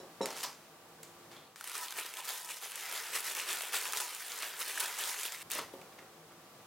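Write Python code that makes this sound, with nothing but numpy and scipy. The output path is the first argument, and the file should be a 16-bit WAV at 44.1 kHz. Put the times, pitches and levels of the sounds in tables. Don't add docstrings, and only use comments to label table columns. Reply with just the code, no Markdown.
import sys
import numpy as np
from scipy import signal
from scipy.fft import rfft, irfft
from scipy.io import wavfile
from scipy.ndimage import uniform_filter1d

SR = 44100
rng = np.random.default_rng(int(sys.argv[2]) if len(sys.argv) > 2 else 0)


def master_out(mix):
    frames = np.transpose(np.atleast_2d(mix))
    ceiling = np.clip(frames, -1, 1)
    pcm = np.round(ceiling * 32767).astype(np.int16)
    wavfile.write(sys.argv[1], SR, pcm)


N = 293706
T = np.arange(N) / SR
BAND_TOP_HZ = SR / 2 - 1


def undb(db):
    return 10 ** (np.asarray(db) / 20)


def unit(x):
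    return x / np.sqrt(np.mean(x ** 2))


def curve(rows):
    rows = np.array(rows)
    return np.interp(T, rows[:, 0], rows[:, 1])


def add(track, start_s, sound):
    i = max(int(start_s * SR), 0)
    track[..., i:i + sound.shape[-1]] += sound[..., :N - i]


def colour(x, points, size=2048):
    freq_hz, gain_db = np.transpose(points)
    f = np.maximum(np.fft.rfftfreq(size, 1 / SR), 1)
    log_gain = np.log(undb(np.interp(np.log(f), np.log(freq_hz), gain_db)))
    cepstrum = irfft(log_gain)
    cepstrum[1:size // 2] *= 2
    cepstrum[size // 2 + 1:] = 0
    response = irfft(np.exp(rfft(cepstrum)))
    return signal.fftconvolve(x, response[None], axes=1)[:, :x.shape[1]]


def band(x, lo_hz, hi_hz, order=2):
    sos = signal.butter(order, [lo_hz, hi_hz], "band", fs=SR, output="sos")
    return signal.sosfilt(sos, x)


def fade(t, t60_s):
    return np.exp(-np.log(1000) * t / t60_s)


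def noise(size):
    return rng.standard_normal((2, size))


def resonance(freq_hz, width_hz):
    return unit(band(noise(N), freq_hz - width_hz / 2, freq_hz + width_hz / 2, order=1))


def hiss(spectrum, tilt_db_per_oct, size):
    tilted = [(hz, db + tilt_db_per_oct * np.log2(hz / 1000)) for hz, db in spectrum]
    return unit(colour(noise(size), tilted))


def ring(modes, size=22050):
    t = T[:size]
    return sum(undb(db) * fade(t, t60_s) * np.sin(2 * np.pi * hz * t) for hz, db, t60_s in modes)


def reflect(x, wet_db, t60_s, gap_s):
    t = T[:SR // 2]
    tail = noise(len(t)) * fade(t, t60_s) * (t > gap_s)
    tail /= np.sqrt(np.sum(tail ** 2, axis=1, keepdims=True))
    return x + undb(wet_db) * signal.fftconvolve(x, tail, axes=1)[:, :N]


def wander(rate_hz):
    hold = int(SR / rate_hz)
    steps = np.repeat(rng.standard_normal(N // hold + 1), hold)
    return unit(uniform_filter1d(steps, hold)[:N])


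def with_note(sound, note_hz, note_db, width_ratio=0.13):
    edge = 1 + width_ratio / 2
    note = unit(band(sound, note_hz / edge, note_hz * edge, order=1))
    return unit(sound + undb(note_db) * note)


# freq_hz [Hz], density_db [dB per Hz]
ROOM_SPECTRUM = [(18, -46), (30, -23), (48, -21.5), (161, -6), (328, -6.5), (461, -13), (499, -7),
                 (649, -5.5), (740, -6.5), (1160, -8), (2170, -15), (2480, -16), (3140, -17), (7270, -21),
                 (16000, -24)]
# time_s [s], level_db [dB]
ROOM_LEVEL = [(0, -54.5), (.6, -57), (1.36, -55), (1.55, -60.5), (1.72, -68), (5.3, -68), (5.45, -54.5),
              (5.8, -54), (6.2, -56.5), (6.66, -55.5)]
# freq_hz [Hz], width_hz [Hz], level_db [dB re room level]
HUM = [(109, 3.4, -23), (160.7, 8.7, -15.5), (347, 2.6, -15.5), (457, 35, -12), (768, 5.9, -16),
       (1163, 8.9, -16.5)]


def room():
    hum = sum(undb(db) * band(resonance(hz, width_hz), hz / 2, hz * 2) for hz, width_hz, db in HUM)
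    air = undb(-2.5) * hiss(ROOM_SPECTRUM, 0, N)
    return (air + hum) * undb(curve(ROOM_LEVEL))


# [s, softness]
THUDS = [(.001, -41, 0.0011), (.031, -39, 0.0013), (.2075, -25, 0.00044), (.2118, -24, 0.00024),
         (.2172, -30, 0.0013), (.2335, -35, 0.00018), (.2432, -31.5, 0.00071), (.2565, -39, .0003),
         (5.738, -36, 0.00077), (5.752, -50, .0009), (5.773, -49, 0.00073), (6.023, -47, 0.00094),
         (6.311, -60, 0.00055)]
# freq_hz [Hz], level_db [dB], t60_s [s]
TABLE_MODES = [(210, -11, 0.19), (242, -17.5, 0.29), (370.4, -4, 0.19), (413, -1.5, 0.1), (465, -4, 0.068),
               (537.4, 1, 0.12), (620, -29, 0.13), (757, -10, 0.095), (868, -5, 0.073), (914, -10.5, 0.17),
               (1108, -12, .13), (1280, -20, 0.12), (1760, -11, 0.053)]


def thuds(size=22050):
    out, t = np.zeros((2, N)), T[:size]
    table = ring(TABLE_MODES)
    for start_s, level_db, contact_s in THUDS:
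        push = np.hanning(int(contact_s * SR) + 3)
        thump = np.convolve(table, push / push.sum())
        add(out[0], start_s, undb(level_db - 8.0) * thump)
        tail = unit(band(noise(size), 165, 770)) * fade(t, 0.51) * np.minimum(t / 0.0033, 1)
        add(out, start_s, undb(level_db - 17.5) * tail)
    return band(out, 266, 4800)


# [s, hand and cloth begin to damp]
CLINKS = [(.001, -60, .06), (0.031, -68, .09), (.214, -46, 0.26), (0.2207, -48, 0.24), (0.2299, -46, 0.255),
          (.2395, -53, .255)]
# freq_hz [Hz], level_db [dB], t60_s [s]
GLASS_MODES = [(2860, -15, .2), (3915, 0, .18), (3985, -2, .11), (5320, -3.5, 0.18), (5420, -1.5, .17),
               (5685, -9, .14), (6223, -14, .14), (7030, -5.5, .21), (7615, -15, .16), (8850, -12, .2)]


def clinks(size=22050, damped_t60_s=0.095):
    out, t = np.zeros((2, N)), T[:size]
    for start_s, level_db, stop_s in CLINKS:
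        contact = undb(-5) * unit(band(noise(size), 1500, 8900)) * fade(t, 0.15)
        variation = rng.standard_normal((len(GLASS_MODES), 2))
        modes = [(hz * (1 + 0.004 * detune), db + gain_db, t60_s)
                 for (hz, db, t60_s), (detune, gain_db) in zip(GLASS_MODES, variation)]
        damping = fade(np.maximum(start_s + t - stop_s, 0), damped_t60_s)
        clink = np.outer([1, 0.6], ring(modes)) + contact
        add(out, start_s, undb(level_db) * clink * damping)
    return out


# freq_hz [Hz], density_db [dB per Hz]
FINGER_SPECTRUM = [(80, -51), (170, -7.5), (450, 3.5), (1100, 5), (2500, 5.5), (5500, 2.5), (9000, -1.5),
                   (16000, -7.5)]
# peak_s [s], level_db [dB before reflections], rise_s [s], t60_s [s],
# tilt_db_per_oct [dB/octave], note_hz [Hz, fold], note_db [dB re noise]
BRUSHES = [(.271, -45.5, 0.01, 1, -0.5, 920, -11), (.389, -43.5, 0.03, 0.48, 1, 7200, -16),
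           (0.4356, -36, 0.0034, 0.15, -1, 5170, -6), (.449, -45, 0.0068, 0.22, -2, 1005, 11),
           (1.037, -54.5, 0.0038, 0.26, 2, 7140, -9), (1.316, -52, 0.0047, 0.28, -2.5, 2400, -20),
           (1.366, -59.5, 0.032, 0.44, -3, 3370, -1), (1.451, -61.5, 0.027, .21, -5, 3960, -3),
           (5.53, -39.5, 0.034, 0.36, 1, 3320, -34), (5.555, -37.5, 0.0056, 0.16, -2.5, 2000, -7),
           (5.592, -36.5, 0.0096, 0.13, -3, 1010, -6), (5.737, -53, .003, .08, 10, 3000, -7),
           (5.815, -57, 0.0024, .1, 3, 2584, 4), (5.925, -57.5, 0.005, 0.081, -2.5, 2300, -11),
           (5.987, -51, 0.0067, 0.12, -3.5, 1820, -6), (6.025, -62, 0.0048, .21, -5, 1300, -12),
           (6.312, -54.5, 0.0032, .14, -5, 1390, -4)]


def brushes(size=20000):
    out, t = np.zeros((2, N)), T[:size]
    for peak_s, level_db, rise_s, t60_s, tilt_db_per_oct, note_hz, note_db in BRUSHES:
        shape = np.minimum(t / rise_s, 1) * fade(np.maximum(t - rise_s, 0), t60_s)
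        swish = with_note(hiss(FINGER_SPECTRUM, tilt_db_per_oct, size), note_hz, note_db)
        add(out, peak_s - rise_s, undb(level_db) * shape * swish)
    grain = unit(undb(2.2 * wander(1200) + 1.8 * wander(250)))
    return reflect(band(out * grain, 190, 17500), wet_db=-6.0, t60_s=0.24, gap_s=0.013)


# freq_hz [Hz], density_db [dB per Hz]
FILM_SPECTRUM = [(60, -31), (100, -43.5), (280, -20), (420, -5), (600, -11.5), (1000, -5.5), (1300, -2),
                 (1830, -1.5), (3200, -2), (4600, -3.5), (10000, -3), (16000, -9.5)]
# start_s [s], level_db [dB before trim], tilt_db_per_oct [dB/octave],
# note_hz [Hz, facet], note_db [dB re noise]
SNAPS = [(0.2578, -23, -2, 2140, -12), (0.2657, -35, 4, 6000, -2), (0.305, -36, 2, 5500, 9),
         (0.328, -34, 1, 930, 2), (.367, -33, -3, 9700, -3), (.383, -37, 0, 5900, -3),
         (0.4316, -29, -3, 8000, -11), (.4362, -28, 0.5, 6950, -9), (0.44, -29, -2, 5200, -2),
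         (0.45, -32, -3, 4000, -1), (0.459, -37, 0, 5500, -4), (1.031, -38, 2, 2080, -9),
         (1.033, -39.5, -5, 7600, 2), (1.5592, -39, -2.5, 5600, -10), (1.61, -34, 0, 1300, -2),
         (1.6418, -32.5, -1, 12000, -5), (1.6746, -31, 0.5, 9000, -6), (1.682, -35, 3, 9000, -10),
         (1.697, -35, 0, 8000, -6), (1.717, -34, 0, 1290, -1), (1.74, -37, -2, 11000, -8),
         (1.811, -36, 0, 9000, -11), (1.8315, -34, 4, 10900, 0), (1.8834, -30.5, -3, 3680, 14),
         (1.907, -33, -1, 10200, -11), (1.9237, -32, -4, 3630, -3), (1.975, -30, 9, 12900, -3),
         (1.987, -26.5, -4.5, 2300, 2), (1.9895, -28, 5, 2350, -1), (2.05, -36, -7, 6000, -11),
         (2.062, -32, 0, 3000, -17), (2.1388, -32, -0.5, 3300, -18), (2.17, -31, 2, 3380, -9),
         (2.201, -35, -9, 3500, 4), (2.253, -33, 6, 8800, -2), (2.2903, -28, 2, 14000, -4),
         (2.3802, -35, 1, 7000, -6), (2.411, -41, 8, 12100, -2), (2.4468, -35, 7, 5000, -6),
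         (2.458, -37, 6, 8000, -6), (2.49, -37, -3, 2980, -8), (2.569, -35, -1, 6000, -14),
         (2.615, -38, -2, 2800, -8), (2.6585, -34, -8, 5000, -15), (2.711, -36, 4, 8900, -1),
         (2.719, -33, 1, 2600, -5), (2.757, -30, 4, 8040, -2), (2.925, -29, 3, 11700, -9),
         (2.994, -32, -4, 3000, -14), (3.137, -33, -3, 3000, 0), (3.186, -31, 5, 11000, -8),
         (3.2047, -30, 4, 10000, -5), (3.247, -34, 4, 11000, -5), (3.298, -30, -4.5, 4000, -6),
         (3.312, -30, -3, 3500, -10), (3.35, -28, 3, 5640, -8), (3.375, -36, -6, 3000, -2),
         (3.3976, -27, 0, 2500, 3), (3.421, -35, 0, 8000, -4), (3.495, -34, -5.5, 12000, -4),
         (3.53, -32, 5, 6000, -6), (3.585, -34.5, -2, 7000, -2), (3.608, -27.5, -3.5, 3000, -10),
         (3.6208, -27, 2, 7500, -13), (3.635, -32, -4, 12000, -5), (3.6843, -35, 6, 7500, -5),
         (3.735, -33, -6, 12000, -6), (3.743, -29, -5, 9000, -6), (3.825, -32, 3, 6600, -3),
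         (3.855, -26.5, -1, 2400, -1), (3.9234, -25.5, 2, 5060, -18), (3.934, -20.5, -3.5, 1300, 3),
         (3.964, -37, -.5, 3000, -15), (4.0023, -24, -4, 7860, 0), (4.0775, -39, 3, 8000, -6),
         (4.148, -28, 4, 7050, -8), (4.2548, -40, 0, 1600, 0), (4.319, -30.5, -3, 6840, -5),
         (4.423, -32.5, 9, 3600, 2), (4.495, -40, 3, 6000, -13), (4.5032, -40, -3, 9000, -8),
         (4.615, -28.5, -2, 3170, 8), (4.6545, -37, -5, 5000, -3), (4.692, -34, 1, 2700, -3),
         (4.7758, -26, -1, 1650, 8), (4.8026, -20, .5, 10800, -11), (4.807, -23.5, 2, 4000, -10),
         (4.8115, -28, 4, 1600, -2), (4.861, -29.5, 5, 3450, 2), (5.038, -30, -3, 6200, 4),
         (5.144, -33, -4, 1600, -1), (5.198, -33, 5, 5000, -8), (5.212, -33, -1, 7000, 0),
         (5.2328, -29.5, 0, 8000, -5), (5.2532, -28.5, -3.5, 3350, 3), (5.261, -30.5, 0.5, 3450, 2),
         (5.2793, -31, 0, 2530, 14), (5.3212, -28, -2.5, 7600, -1), (5.347, -33, -2, 2200, -4),
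         (5.4022, -45, 2, 6000, -8), (5.418, -40, 11, 2000, -2), (5.425, -44, 7, 13000, 2),
         (5.502, -33, 0, 7400, -9), (5.51, -31, 2, 2680, 2), (5.5164, -23, 3, 9800, -12),
         (5.535, -28, 1, 7000, -3), (5.55, -26, 9, 9100, -3), (5.5822, -28, 10, 8500, -7),
         (5.5919, -29, -5, 1000, -9), (5.615, -43, 1, 1100, -2), (5.815, -49, -1, 2600, 2),
         (5.9235, -51, -6, 2300, 0), (5.9874, -46, -5, 1800, -2)]


def snaps(size=6000):
    out, t = np.zeros((2, N)), T[:size]
    hold_s, crack_t60_s, needle_t60_s = 0.0005, 0.016, 0.0014
    running = fade(np.maximum(t - hold_s, 0), crack_t60_s)
    flutter = undb(-17) * fade(t, 0.13)
    for start_s, level_db, tilt_db_per_oct, note_hz, note_db in SNAPS:
        facet = with_note(hiss(FILM_SPECTRUM, tilt_db_per_oct, size), note_hz, note_db)
        crack = facet * np.hypot(running, flutter)
        needle = undb(5) * hiss(FILM_SPECTRUM, tilt_db_per_oct + 2, size) * fade(t, needle_t60_s)
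        add(out, start_s, undb(level_db - 6.0) * (crack + needle))
    return band(out, 326, BAND_TOP_HZ, order=3)


def creases(per_s, size_db, own_db, cluster_db, cluster_hz, drift_db, crack_t60_s, flutter_t60_s, flutter_db,
            count=13):
    at = np.flatnonzero(rng.random(N) < per_s / SR)

    def spread():
        return np.minimum(rng.standard_normal(len(at)), 2)

    strength_db = size_db * spread() + cluster_db * wander(cluster_hz)[at]
    edges_hz = np.r_[60, np.geomspace(500, 18000, count)]
    t, out = T[:4000], 0
    for lo_hz, hi_hz in zip(edges_hz, edges_hz[1:]):
        energy = np.zeros(N)
        energy[at] = undb(strength_db + own_db * spread()) ** 2
        crack = fade(t, crack_t60_s * np.sqrt(edges_hz[-1] / hi_hz))
        flutter = undb(flutter_db) * fade(t, flutter_t60_s)
        power = np.abs(signal.oaconvolve(energy, crack ** 2 + flutter ** 2)[:N])
        envelope = np.sqrt(power) * undb(drift_db * wander(25))
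        out = out + band(unit(envelope) * noise(N), lo_hz, hi_hz)
    return unit(out)


def reshape(x, depth_db, t60_s, rate_hz, count=4):
    t, out = T[:2048], x
    for _ in range(count):
        response = rng.standard_normal(len(t)) * fade(t, t60_s)
        response /= np.sqrt(count * np.sum(response ** 2))
        resonant = signal.oaconvolve(x, response[None], axes=1)[:, :N]
        out = out + undb(depth_db) * np.tanh(wander(rate_hz)) * resonant
    return out


def pings(per_s, size_db, lo_hz, hi_hz, cycles):
    out, t = np.zeros((2, N)), T[:1100]
    for when, pitch, size, side in rng.random((int(per_s * N / SR), 4)):
        pitch_hz = lo_hz * (hi_hz / lo_hz) ** pitch
        gain = undb(size_db * size ** 2) * np.sqrt(pitch_hz)
        ping = gain * fade(t, cycles / pitch_hz) * np.sin(2 * np.pi * pitch_hz * t)
        add(out, when * N / SR, np.outer([1, np.sqrt(3) * (2 * side - 1)], ping))
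    return unit(out)


def ticks(per_s, size_db, t60_s):
    sizes = (rng.random(N) < per_s / SR) * undb(size_db * rng.random(N))
    envelope = signal.oaconvolve(sizes, fade(T[:512], t60_s))[:N]
    return unit(band(envelope * noise(N), 4300, 14000, order=1))


def bursts(per_s=420, spread_db=13, t60_s=0.004, share=0.34):
    gap, size = rng.random((2 * int(per_s * N / SR), 2)).T
    at = (np.cumsum(-np.log1p(-gap) / per_s) * SR).astype(int)
    energy = np.bincount(at, undb(spread_db * size) ** 2, N)[:N]
    shape = fade(T[:SR // 20], t60_s)
    power = np.abs(signal.oaconvolve(energy, shape ** 2)[:N])
    return np.sqrt(1 - share + share * power / power.mean())


def tug(peak_s, rise_s, t60_s):
    return np.clip(1 + (T - peak_s) / rise_s, 0, 1) * fade(np.maximum(T - peak_s, 0), t60_s)


# time_s [s], level_db [dB before trims], hollow_db [dB re level]
SLIDE = [(1.56, -59, -9), (1.7, -49.5, 0), (2.1, -53.5, -4), (2.45, -57.5, 10), (2.62, -61.5, 3),
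         (2.76, -46, -9.5), (3.68, -53.5, -8), (4.25, -47, -16), (4.55, -48, -6), (5.15, -46.5, -7),
         (5.43, -52.5, -5)]
# peak_s [s], level_db [dB before trims], rise_s [s], t60_s [s],
# folds_db [dB re level], hollow_db [dB re level]
TUGS = [(1.752, -41, 0.013, 0.4, -1.5, -15), (1.83, -46, 0.073, 0.21, -7, 6.5),
        (1.99, -44.5, 0.049, 0.63, 0, 0), (2.2, -46.5, 0.085, 0.36, -1.5, 6),
        (2.29, -42.5, 0.066, 1.02, -2.5, -4), (2.5, -45, 0.02, 0.59, -2, -1),
        (2.635, -45, 0.028, 0.38, -3, -17), (2.98, -45, 0.18, 0.84, -0.5, -5),
        (3.16, -39, 0.052, 0.36, -0.5, -22), (3.272, -38.5, 0.048, 0.41, -2.5, -20),
        (3.385, -41, 0.049, 0.43, 2, -17), (3.5, -41.5, 0.051, 1.45, -0.5, -16),
        (3.746, -35, 0.029, 0.5, -1, -22), (3.825, -43, 0.015, 0.58, 1, 3),
        (3.975, -37.5, 0.051, 0.5, -1.5, -1.5), (4.43, -45, 0.022, 0.46, 3.5, -18),
        (4.614, -40.5, 0.04, 0.18, -1.5, -26), (4.695, -42.5, 0.044, 0.38, -1, -15),
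        (4.83, -41, 0.13, 0.63, -1, -1.5), (4.995, -41, 0.021, 0.53, -2.5, -20),
        (5.11, -40.5, 0.1, 0.41, -4.5, -4), (5.26, -42, 0.11, 0.24, -15, -23)]


def handling(slide_folds_db=-0.5):
    slide_db = curve([(time_s, level_db) for time_s, level_db, _ in SLIDE])
    slide_hollow_db = curve([(time_s, hollow_db) for time_s, _, hollow_db in SLIDE])
    power = undb([slide_db, slide_db + slide_folds_db, slide_db + slide_hollow_db]) ** 2
    for peak_s, level_db, rise_s, t60_s, folds_db, hollow_db in TUGS:
        pull = undb(level_db) * tug(peak_s, rise_s, t60_s)
        power += np.outer(undb([0, folds_db, hollow_db]) ** 2, pull ** 2)
    handled = (T > SLIDE[0][0]) & (T < SLIDE[-1][0])
    return np.sqrt(power) * handled


# [dB, relative]
CAVITY = [(1007, 64, 5.5), (1310, 61, -0.5), (1860, 59, -1), (2080, 77, -10), (2870, 21, -34)]


def cavity(clicks):
    hollow = sum(undb(db) * band(clicks, hz - width_hz / 2, hz + width_hz / 2, order=1)
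                 for hz, width_hz, db in CAVITY)
    return unit(band(hollow, 500, 2400))


def gathering():
    clicks = creases(per_s=1000, size_db=2.0, own_db=2.5, cluster_db=-0.77, cluster_hz=110, drift_db=1.17,
                     crack_t60_s=0.00054, flutter_t60_s=0.26, flutter_db=-11.5)
    film = reshape(colour(clicks, FILM_SPECTRUM), depth_db=-6, t60_s=0.03, rate_hz=25)
    folds = signal.sosfiltfilt(signal.butter(2, 3200, fs=SR, output="sos"), film)
    facets = band(pings(per_s=420, size_db=14, lo_hz=1800, hi_hz=15500, cycles=42), 1500, 18000)
    kinks = ticks(per_s=170, size_db=15.0, t60_s=0.001)
    slip = bursts()
    fine = unit((film - folds) * slip) + undb(-6.5) * kinks + undb(-6.5) * facets
    fine_gain, folds_gain, hollow_gain = handling()
    crinkle = unit(fine) * fine_gain * undb(0.68)
    crinkle += unit(folds * np.sqrt(slip)) * folds_gain * undb(-1.17)
    return band(crinkle, 180, BAND_TOP_HZ) + cavity(clicks) * hollow_gain * undb(-9.0)


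def ports(mid_side, width):
    mid, side = mid_side[0], colour(mid_side[1:], width)[0]
    return np.array([mid + side, mid - side])


# freq_hz [Hz], side_gain_db [dB]
NEAR_WIDTH = [(60, -32), (380, -44), (1300, -85), (2400, -28.5), (4400, -10.5), (8100, -9), (15000, -3)]
# freq_hz [Hz], side_gain_db [dB]
ROOM_WIDTH = [(60, -20), (200, -18.5), (700, -8.5), (1300, -9.5), (2400, -1.5), (4400, -0.5), (15000, -0.5)]


def scene():
    near = thuds() + clinks() + brushes() + snaps() + gathering()
    return ports(room(), ROOM_WIDTH) + ports(near, NEAR_WIDTH)


def record(dry):
    return signal.sosfilt(signal.ellip(10, 0.1, 70, 16000, fs=SR, output="sos"), dry)


dry = scene()
out = record(dry)
master_out(out)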